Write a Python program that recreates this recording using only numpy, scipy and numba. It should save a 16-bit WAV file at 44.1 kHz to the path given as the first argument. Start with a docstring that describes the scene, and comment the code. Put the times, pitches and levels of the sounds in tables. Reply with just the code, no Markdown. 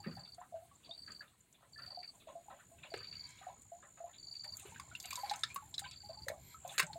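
"""From the start, pond water laps and plops close by in faint outdoor air, while an insect chirps behind it
in double wing strokes. A second, higher insect ticks, then settles into a trill after two seconds.
From about three seconds a bucket is tipped and lifted out: its wall rings, and water drips, gushes and
splashes, hardest past five seconds and near the end, twice with a thin, high whistle. The water's voice is
trapped air ringing, in single bubbles, soft swarms and sharp bursts; the last big splash rings the bucket."""
import sys
import numpy as np
from scipy import signal
from scipy.fft import rfft, irfft
from scipy.io import wavfile
from scipy.ndimage import uniform_filter1d
from numba import njit

SR = 44100
rng = np.random.default_rng(int(sys.argv[2]) if len(sys.argv) > 2 else 0)


def unload_audio(sound):
    """Save the sound as a 16-bit wav file, at the path given as the first command line argument."""
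    columns = np.transpose(np.atleast_2d(sound))
    # keep every value between -1 and 1, then stretch to whole-number steps
    steps = np.round(np.clip(columns, -1, 1) * 32767)
    wavfile.write(sys.argv[1], SR, steps.astype(np.int16))


N = 307818
TIME = np.arange(N) / SR

# Cue levels are set ahead of each layer's own trim.
# short ringing tones: single bubbles, plus the bucket's ring under the last big splash (near 6.8 s):
# start_s, pitch_hz, level_db, nominal_decay_s
RING_CUES = [(0.0, 845.7, -47.5, 0.065), (0.06, 400.6, -39.5, 0.0214), (0.06, 201.4, -34, 0.079),
             (0.064, 250.8, -44, 0.186), (0.07, 162.5, -45, 0.37), (0.169, 760.3, -43, 0.0376),
             (0.38, 715, -45, 0.217), (0.413, 955, -40.5, 0.0097), (0.522, 680, -44, .1),
             (0.539, 650, -37, .24), (0.619, 700.4, -51.5, 0.134), (0.712, 1102, -56, 0.123),
             (0.89, 665, -48, 0.123), (0.9105, 3622, -38, 0.094), (1.078, 1654, -49, 0.079),
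             (1.207, 1662, -41.5, .07), (1.759, 1734, -51.5, 0.265), (1.785, 1387, -48, 0.17),
             (1.873, 719.4, -55, 0.14), (1.971, 712.4, -39.5, 0.124), (2.03, 2283, -51.5, 0.06),
             (2.27, 635, -44.5, 0.112), (2.352, 660, -40, 0.148), (2.482, 843.7, -42, 0.029),
             (2.503, 769, -49, 0.114), (2.713, 664.8, -55, 0.206), (2.917, 675.4, -43, 0.088),
             (2.9365, 418.7, -35.5, .04), (2.9385, 4174, -38.5, .03), (3.412, 758, -48.5, 0.096),
             (3.466, 736.1, -36.5, 0.087), (3.717, 673.3, -42, .19), (4.002, 678.3, -41, 0.156),
             (4.039, 674.9, -37.5, 0.1255), (4.464, 873, -49, 0.032), (4.65, 412, -45.5, 0.0386),
             (4.72, 882, -48.5, 0.232), (4.76, 1580, -42, 0.026), (4.796, 1103, -39, 0.033),
             (4.913, 1409, -46.5, 0.094), (4.9507, 2758, -34, 0.04), (5.05, 725, -45.5, 0.058),
             (5.108, 2392, -36.5, 0.039), (5.127, 1075, -36, 0.0396), (5.174, 989, -39, 0.17),
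             (5.2323, 797.1, -31, 0.076), (5.3107, 818.7, -27, 0.0757), (5.434, 3707, -23.5, 0.026),
             (5.434, 1331, -35.5, 0.0604), (5.436, 1726, -34, 0.0374), (5.502, 2353, -45, 0.111),
             (5.559, 1105, -32, 0.112), (5.622, 874.4, -49, 0.2), (5.7805, 3929, -28, 0.0272),
             (5.817, 789, -46, 0.14), (5.841, 1523, -43, 0.078), (5.857, 994.5, -45.5, 0.096),
             (5.853, 3025, -44, 0.037), (6.034, 810.5, -52.5, 0.224), (6.093, 645.7, -40, 0.119),
             (6.17, 841.3, -48.5, 0.227), (6.265, 549.5, -41, .05), (6.283, 1841, -27, 0.0102),
             (6.298, 607, -32, 0.025), (6.3146, 634.2, -35.5, 0.042), (6.543, 1273, -45, 0.077),
             (6.648, 727.6, -35.5, 0.078), (6.795, 2034, -25.5, 0.052), (6.796, 1077, -32, 0.074),
             (6.798, 2644, -27, 0.045), (6.824, 158.8, -43.5, 0.075), (6.871, 860.4, -49.5, 0.495),
             (6.898, 834.2, -42.5, 0.064), (6.931, 4167, -41, 0.03), (6.955, 674.3, -40, 0.161)]
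# wavelets folding over: start_s, level_db, typical_pitch_hz
LAP_CUES = [(0.039, -53, 1603), (0.06, -55, 806), (0.11, -61.5, 1400), (0.172, -58.5, 1013),
            (0.251, -65.5, 3700), (0.411, -61, 1182), (0.851, -62, 4660), (1.076, -58, 1396),
            (1.211, -58, 1315), (1.62, -64, 1055), (1.789, -57.5, 1387), (1.83, -59.5, 1300),
            (1.9, -60, 900), (2.024, -61.5, 1980), (2.2, -66, 3600), (2.28, -53.5, 800), (2.499, -53, 1010),
            (2.589, -61, 1370), (2.83, -53.5, 2365), (2.84, -59.5, 750), (2.965, -56.5, 2200),
            (3.0, -58, 1600), (3.038, -60, 2990), (3.123, -59.5, 2320), (3.38, -64, 3450),
            (3.42, -58, 1290), (3.48, -53.5, 714), (3.825, -58, 1194), (3.97, -62.5, 1017),
            (4.06, -62, 760), (4.134, -62, 3810), (4.445, -57.5, 534.4), (4.589, -62, 2820),
            (4.656, -62, 2290), (4.744, -61.5, 2200), (5.039, -53.5, 2500), (5.109, -53.5, 2667),
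            (5.17, -55.5, 1080), (5.25, -56.5, 1070), (5.34, -56, 1510), (5.84, -54, 2830),
            (5.91, -58.5, 3350), (6.09, -57.5, 600), (6.3, -56, 700), (6.645, -52.5, 620),
            (6.689, -51, 4230), (6.74, -57.5, 1700), (6.835, -53.5, 606)]
# borders of the bubble size classes in a wavelet: edge_hz
LAP_EDGES_HZ = [500, 1100, 2000, 3000, 4100]
# drops hitting the water: start_s, level_db, typical_pitch_hz, spread_octaves
DROP_CUES = [(0.345, -57, 6500, .55), (1.12, -59, 7500, 0.53), (1.527, -61, 7500, .45),
             (2.9392, -38, 620, 1.8), (2.975, -57, 7000, 0.44), (3.29, -57.5, 7500, 0.39),
             (3.305, -58, 7500, .5), (3.619, -55.5, 7500, 0.497), (4.443, -55, 3000, 2.2),
             (4.569, -44, 8580, .55), (4.597, -50, 8500, 0.725), (4.655, -52.5, 450, 1.76),
             (4.798, -49, 3800, 1.4), (4.951, -50.5, 4100, 0.93), (5.0, -45.5, 6400, 0.885),
             (5.027, -51.5, 8000, 0.81), (5.0554, -44.5, 6040, 0.764), (5.106, -46, 8000, 1.81),
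             (5.131, -44, 5530, 0.89), (5.1557, -39.5, 5920, 0.856), (5.19, -55.5, 5000, 2.32),
             (5.296, -34.5, 4227, 0.531), (5.311, -46, 3000, 1.77), (5.3368, -45, 3200, 1.24),
             (5.359, -46, 8030, 0.52), (5.392, -51.5, 7000, 0.53), (5.409, -54, 7500, 0.44),
             (5.435, -32.5, 3900, 0.725), (5.5444, -41.5, 11600, 0.39), (5.5598, -48.5, 4500, 2.6),
             (5.741, -39.5, 4650, 0.475), (5.7803, -42.5, 4380, 0.703), (5.792, -43, 6400, 1.43),
             (5.911, -48.5, 4990, 0.594), (6.2836, -42.5, 5000, 2.5), (6.677, -49, 9100, 0.77),
             (6.731, -56.5, 7994, 0.88), (6.78, -31.5, 3170, 1.45), (6.785, -37, 6500, 2.15),
             (6.7949, -30, 2570, 1.23), (6.7985, -32, 5500, 2.38), (6.8224, -36, 2200, 0.75),
             (6.828, -42.5, 2190, 2.05), (6.866, -48.5, 7500, 0.31), (6.931, -50, 3840, 0.714)]
# bubble size classes in an impact: low_hz, high_hz
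DROP_BANDS = [(430, 950), (1330, 2900), (3500, 5240), (6200, 9127), (9500, 16220)]
# tone of every impact, one entry per size class: gain_db
DROP_EQ = [-6, -1, -3, -0.5, -4]
# gushes running off the bucket, rising and falling by 20 dB: peak_s, level_db, rise_s, fall_s
GUSHES = [(4.62, -67, 0.21, 0.45), (5.3, -63.5, 0.256, 0.46), (5.68, -74, 0.37, 0.78),
          (6.35, -71, 0.45, 0.01), (6.72, -59, 0.136, 0.15)]
# gurgle, patter, spray and finest spray of the run-off: low_hz, high_hz, bubble_count, level_db
RUNOFF_BANDS = [(620, 1400, 1200, 0), (1400, 4600, 6000, -6),
                (6300, 9500, 20000, -3), (9000, 15000, 30000, -7)]
# hollow ring of the bucket: pitch_hz, width_hz, gain_db
BUCKET_MODES = [(986.7, 24.4, 3), (1027, 17, -10), (1665, 66, -5.5), (2109, 86, -12), (2232, 158, 1.5),
                (2620, 32, -21.5), (3242, 235, -5), (3789, 164, -8), (4114, 136, -0.5)]
# water rubbing along its wall, rising and falling by 20 dB: peak_s, level_db, rise_s, fall_s
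WALL_RUBS = [(2.98, -61, 0.126, 0.02), (3.31, -60, 0.394, 0.2673), (4.66, -68.5, 0.125, 1.7),
             (5.3, -55.5, 0.312, 0.2118), (5.51, -57, 0.083, 0.0357), (6.54, -60, 0.23, 0.03)]
# thin, very high whistles: start_s, length_s, top_pitch_hz, level_db
WHISTLE_CUES = [(4.942, 0.395, 12300, -59.5), (6.38, 0.215, 12330, -65)]
# chirps of the nearer insect: start_s, double_stroke_count, period_s, level_db
CHIRP_CUES = [(-0.013, 9, 0.0413, -49.5), (0.85, 9, 0.04255, -47.5), (1.736, 9, .0421, -44),
              (2.907, 9, .0411, -43.5), (4.187, 9, .0415, -42.5), (5.03, 6, .042, -47),
              (5.832, 10, 0.0427, -49)]
# lone strokes of the higher insect before it gets going: start_s, level_db
TICK_CUES = [(0.0, -57), (0.191, -57), (0.401, -59), (0.753, -58), (1.115, -54), (1.403, -61.5),
             (1.722, -60), (1.857, -63.5), (2.15, -61.5)]
# course of its trill: time_s, top_pitch_hz, level_db
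TRILL_CURVE = [(2.269, 7100, -67.5), (2.8, 7155, -66.5), (3.3, 7115, -62.5), (4.2, 7189, -59),
               (4.9, 7339, -58.5), (5.9, 7560, -59), (6.35, 7360, -64.5), (6.58, 7578, -56),
               (6.98, 7660, -58.5)]
# its strokes bend further in pitch as it warms up: time_s, share_of_top_pitch
TRILL_BEND = [(2.3, .1), (3.5, .12), (5.0, .18), (6.6, .2)]
# unevenness of its strokes: time_s, scatter_db
TRILL_SCATTER = [(2.2, 0), (2.3, 3), (3.3, 2.5), (3.7, .8)]
# tone of the open air's hiss: frequency_hz, gain_db
AIR_EQ = [(200, 4.5), (350, 0.5), (550, -4.5), (750, -11), (1200, -12.5), (2200, -12), (4400, -11),
          (5300, -24), (6200, -18), (7000, -7), (8400, -6.5), (9600, -13), (12000, -17.5), (15800, -19)]
# fader ride on that hiss: time_s, gain_db
AIR_RIDE = [(0, -0.5), (.82, -1), (1.12, 5.5), (1.36, -6), (1.9, 1), (3.9, -1.5), (6.1, -2), (6.98, 2.5)]
# borders of its rustling bands: edge_hz
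AIR_EDGES_HZ = [0, 600, 1200, 2200, 3500, 5500, 7600, 9500, SR]
# tone of the breeze's low rumble: frequency_hz, gain_db
BREEZE_EQ = [(25, -22), (45, -12), (75, 4), (130, 2.5), (200, -8), (320, -16), (600, -35)]
# fader ride on that rumble: time_s, level_db
BREEZE_RIDE = [(0.15, -66.5), (0.35, -75), (0.9, -79.5), (1.5, -82), (1.87, -70.5), (2.1, -82.5),
               (3.15, -68), (3.9, -78.5), (4.9, -65.5), (5.35, -69), (6.0, -64.5), (6.98, -68.5)]
# echoes off the bank and the bucket: delay_s, gain_db
ECHO_TAPS = [(.0026, -20), (.0066, -12.5), (0.0135, -35)]


def ringing_tones(glide=0.1168, waver=0.0117, trim_db=-2, brood_db=-16.5, count=24):
    """Single bubbles, and the bucket under the last big splash, ring and bend up, trailing small bubbles."""
    out, wobble = np.zeros(N), 1 + waver * drift(120)
    for start, hz, level_db, decay in RING_CUES:
        attack_s = 0.00497 * (700 / hz) ** 0.8006  # higher tones speak sooner
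        t60 = 0.93 * decay
        t = np.arange(int((attack_s + t60) * SR)) / SR
        attack = np.sin(np.pi / 2 * np.minimum(t / attack_s, 1)) ** 2
        release = np.exp(-np.log(1000) * np.maximum(t - attack_s, 0) / t60)
        rise = glide * (1 + 0.436 * rng.standard_normal())
        pitch = hz * (1 + rise * (t - attack_s) / t60) * np.interp(start + t, TIME, wobble)
        add(out, start, undb(level_db + trim_db) * attack * release * sine(pitch))
        age = staggered(count)
        brood_s = 0.075 * min(700 / hz, 1)  # and leave a shorter trail
        brood = swarm(age * brood_s, np.exp(-2.6 * age), .88 * hz, 1.3 * hz, cycles=40, n=SR // 5)
        add(out, start + attack_s + .01, undb(level_db + brood_db) * brood)
    return out


def swarm(starts, sizes, low_hz, high_hz, cycles, n, glide=0.036):
    """Bubbles of random radius, damping and polarity, all starting within one pitch band."""
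    pitch, damping, polarity = rng.random((len(starts), 3)).T
    hz = low_hz * (high_hz / low_hz) ** pitch
    return ring_bubbles(n, starts, hz, cycles * (.5 + damping), sizes * np.sign(polarity - .5), glide)


@njit
def ring_bubbles(n, starts, hz, cycles, sizes, glide):
    """Small bubbles: sines that swell quickly, then bend upward as they die by 60 dB over `cycles`."""
    out = np.zeros(n)
    for k in range(len(starts)):
        life = cycles[k] * SR / hz[k]
        step = 2 * np.pi * hz[k] / SR
        pole = np.exp(1j * step - np.log(1000) / life)
        bend = np.exp(1j * step * glide / life)
        phasor, first, swell = sizes[k] + 0j, int(starts[k] * SR), 0.
        for i in range(first, min(n, first + int(life))):
            phasor, pole = phasor * pole, pole * bend
            swell += (1 - swell) * step / 6
            out[i] += swell * swell * phasor.imag
    return out


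def laps(length_s=0.12, trim_db=-3, spread_octaves=0.601, count=60):
    """A wavelet folds over and lets go a soft swarm of bubbles that thins out."""
    out = np.zeros(N)
    for start, level_db, hz in LAP_CUES + ripples():
        for low, high in zip(LAP_EDGES_HZ, LAP_EDGES_HZ[1:]):
            age = staggered(count)
            envelope = np.minimum(age / 0.0888, 1) * np.exp(-4.53 * age)
            sizes = envelope * undb(2.73 * rng.standard_normal(count))
            fold = swarm(age * length_s, sizes, low * 1.08, high, cycles=55, n=SR // 4)
            gain = undb(level_db + trim_db + max(band_db(low, high, hz, spread_octaves), -18))
            body_rms = np.sqrt(np.mean(fold[:SR // 33] ** 2) + 1e-12)
            add(out, start - 0.0045, gain * fold / body_rms)
    return out


def ripples(count=26, level_db=-70, scatter_db=3):
    """Extra lap cues: faint wavelets at random moments, filling in between the larger ones."""
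    when, pitch, strength = rng.random((count, 3)).T
    starts = (np.arange(count) + when) / count * N / SR
    return list(zip(starts, level_db + scatter_db * (2 * strength - 1), 650 * 6 ** pitch))


def drops(burst_s=.025, spatter_s=0.059, spatter_db=-19, trim_db=-1, count=40):
    """An impact throws off a sharp burst of tiny bubbles; thin spatter falls back after it."""
    out = np.zeros(N)
    for start, level_db, hz, spread in DROP_CUES:
        for (low, high), eq_db in zip(DROP_BANDS, DROP_EQ):
            age = staggered(count) ** 1.6  # crowded into the first instant
            sizes = np.exp(-4 * age ** 1.013) * undb(3.15 * rng.standard_normal(count))
            cycles = 26 * (low / 2500) ** 0.865
            burst = swarm(age * burst_s, sizes, low, high, cycles, SR // 8)
            spatter_sizes = undb(spatter_db) * rng.exponential(size=count) * (1 - age)
            burst += swarm(age * spatter_s, spatter_sizes, low, high, cycles, SR // 8)
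            gain = undb(level_db + trim_db + eq_db + max(band_db(low, high, hz, spread), -26))
            attack_rms = np.sqrt(np.mean(burst[:SR // 200] ** 2) + 1e-12)
            add(out, start, gain * burst / attack_rms)
    return out


def bucket(splashes, struck_db=-9, rubbed_db=12.5):
    """The bucket's wall rings hollow as water rubs along it and splashes strike it."""
    rubbing = unit(rng.standard_normal(N)) * surges(WALL_RUBS, rest_db=-84.5)
    drive = undb(rubbed_db) * rubbing + undb(struck_db) * splashes
    return sum(undb(db) * signal.lfilter(*signal.iirpeak(hz, hz / width, fs=SR), drive)
               for hz, width, db in BUCKET_MODES)


def runoff(scatter_db=3, patchy_db=4.5):
    """Water runs off the bucket in uneven dribbles and gushes of bubbles, from gurgle to fine spray."""
    out = np.zeros(N)
    for low, high, count, db in RUNOFF_BANDS:
        sizes = undb(scatter_db * np.minimum(rng.exponential(size=count), 4))
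        gain = undb(db + patchy_db * drift(45))
        out += gain * unit(swarm(rng.random(count) * N / SR, sizes, low, high, cycles=45, n=N))
    return out * surges(GUSHES, rest_db=-82)


def whistle(sag=0.091, waver=.025):
    """A thin, hissy whistle swells, arches and wavers high above the water."""
    out, wobble = np.zeros(N), 1 + waver * drift(55)
    hiss = unit(signal.sosfilt(signal.butter(2, 380, fs=SR, output="sos"), rng.standard_normal(N)))
    for start, length, hz, db in WHISTLE_CUES:
        arch = np.sin(np.pi * np.clip((TIME - start) / length, 0, 1))
        out += undb(db) * arch * hiss * sine(hz * (1 - sag * (1 - arch)) * wobble)
    return out


def chirping_insect(soft_db=-8, swell_s=0.0607, lag_s=0.0037, sweep_hz=(4720, 4590, 4080)):
    """Each chirp is a swelling run of double wing strokes, both falling in pitch, the second longer."""
    out = np.zeros(N)
    for start, strokes, period, peak_db in CHIRP_CUES:
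        for k in range(strokes):
            age = k * period + lag_s * ((k > 0) + (k == strokes - 1))  # first and last gaps drag
            level_db = peak_db + soft_db * np.exp(-age / swell_s) + 0.65 * rng.standard_normal()
            add(out, start + age - .0055, undb(level_db - 1.2) * wing_stroke(.0105, *sweep_hz))
            add(out, start + age + .0062, undb(level_db) * wing_stroke(.0125, *sweep_hz))
    return out


def trilling_insect(stroke_hz=58.2, jitter_s=0.00044):
    """The higher insect: arched wing strokes, lone at first, then a trill that steadies and bends wider."""
    out = np.zeros(N)
    times, tops, levels = np.transpose(TRILL_CURVE)
    run = [(s, np.interp(s, times, levels)) for s in np.arange(times[0], N / SR, 1 / stroke_hz)]
    for start, db in TICK_CUES + run:
        top_hz = np.interp(start, times, tops, left=7400) * (1 + .012 * rng.standard_normal())
        bend = np.interp(start, *np.transpose(TRILL_BEND), left=.18)
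        scatter_db = np.interp(start, *np.transpose(TRILL_SCATTER))
        arch = wing_stroke(.013, (1 - .8 * bend) * top_hz, top_hz, (1 - bend) * top_hz)
        onset = start + jitter_s * rng.standard_normal()
        add(out, onset, undb(db + scatter_db * rng.standard_normal()) * arch)
    return out


def wing_stroke(length_s, start_hz, middle_hz, end_hz):
    """A short tone whose pitch follows the speed of the wing's scraper."""
    progress = np.linspace(0, 1, int(length_s * SR))
    slide = start_hz * (1 - progress) + end_hz * progress
    arch = (middle_hz - (start_hz + end_hz) / 2) * np.sin(np.pi * progress)
    detune = 1 + .005 * rng.standard_normal()
    return signal.windows.tukey(len(progress), .75) * sine((slide + arch) * detune)


def open_air(hiss_db=-70.5, rustle_db=2.5, flutter_db=3):
    """A bed of air whose bands rustle each on their own, over a fluttering rumble of breeze."""
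    spectrum, bins = rfft(noise(AIR_EQ)), np.arange(N // 2 + 1) * SR / N
    hiss = sum(irfft(spectrum * (bins >= low) * (bins < high), N) * undb(rustle_db * drift(22.02))
               for low, high in zip(AIR_EDGES_HZ, AIR_EDGES_HZ[1:]))
    rumble = noise(BREEZE_EQ) * undb(ride(BREEZE_RIDE) + 2.5 + flutter_db * drift(24))
    return hiss * undb(hiss_db + ride(AIR_RIDE)) + rumble


def bank_reverb(dry, t60, wet_db, dull_hz):
    """Adds a short diffuse tail scattered from the banks and plants."""
    t = np.arange(SR // 2) / SR
    tail = rng.standard_normal(len(t)) * np.exp(-np.log(1000) * t / t60) * np.minimum(t / 0.00103, 1)
    tail /= np.sqrt(np.sum(tail ** 2))
    tail = signal.sosfilt(signal.butter(1, dull_hz, fs=SR, output="sos"), tail)
    return dry + undb(wet_db) * signal.fftconvolve(dry, tail)[:N]


def surges(table, rest_db):
    """Gain of a flow that surges to each peak and ebbs again, over a resting level."""
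    power = undb(rest_db) ** 2
    for peak_s, db, rise, fall in table:
        power = power + undb(db - 20 * np.maximum((peak_s - TIME) / rise, (TIME - peak_s) / fall)) ** 2
    return np.sqrt(power)


def band_db(low_hz, high_hz, typical_hz, spread):
    """Level of one bubble size class: half the amplitude at `spread` octaves from the typical pitch."""
    return 20 * np.log10(.5) * (np.log2(np.sqrt(low_hz * high_hz) / typical_hz) / spread) ** 2


def noise(eq):
    """Noise shaped by an EQ curve, rms 1."""
    hz, db = np.transpose(eq)
    bins = np.arange(N // 2 + 1) * SR / N
    gain = undb(np.interp(np.log(bins + 1), np.log(hz), db))
    return unit(irfft(rfft(rng.standard_normal(N)) * gain, N))


def drift(rate_hz):
    """Smooth random modulation, rms 1."""
    hold = int(SR / rate_hz)
    steps = np.repeat(rng.standard_normal(N // hold + 1), hold)
    return unit(uniform_filter1d(uniform_filter1d(steps, hold), hold)[:N])


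def staggered(count):
    """Loosely even steps from 0 to 1."""
    return (np.arange(count) + rng.random(count)) / count


def sine(hz):
    """A tone that follows a pitch curve."""
    return np.sin(2 * np.pi * np.cumsum(hz) / SR)


def ride(table):
    """Fader points joined by straight lines."""
    return np.interp(TIME, *np.transpose(table))


def undb(db):
    """Decibels to gain."""
    return 10 ** (np.asarray(db) / 20)


def unit(x):
    """Scale to rms 1."""
    return x / np.sqrt(np.mean(x ** 2) + 1e-20)


def add(out, start_s, sound):
    """Mix a sound in on its cue."""
    first = min(max(int(start_s * SR), 0), N)
    out[first:first + len(sound)] += sound[:N - first]


def scene():
    """Water and bucket up front with their echoes, insects further off, open air behind."""
    splashes = drops()
    water = ringing_tones() + laps() + runoff() + whistle() + bucket(splashes) + splashes
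    for delay, db in ECHO_TAPS:
        add(water, delay, undb(db) * splashes)
    near = bank_reverb(water, t60=0.11, wet_db=-9, dull_hz=3500)
    chirps = bank_reverb(chirping_insect(), t60=0.078, wet_db=-5, dull_hz=8600)
    trill = bank_reverb(trilling_insect(), t60=.12, wet_db=-6, dull_hz=14000)
    return (near + chirps + trill + open_air())[None]


def record(dry):
    """The microphone rolls off the deepest bass and cuts the top."""
    body = signal.sosfilt(signal.butter(2, 45, "high", fs=SR, output="sos"), dry)
    return signal.sosfilt(signal.ellip(10, .2, 70, 15900, fs=SR, output="sos"), body)


dry = scene()
out = record(dry)
unload_audio(out)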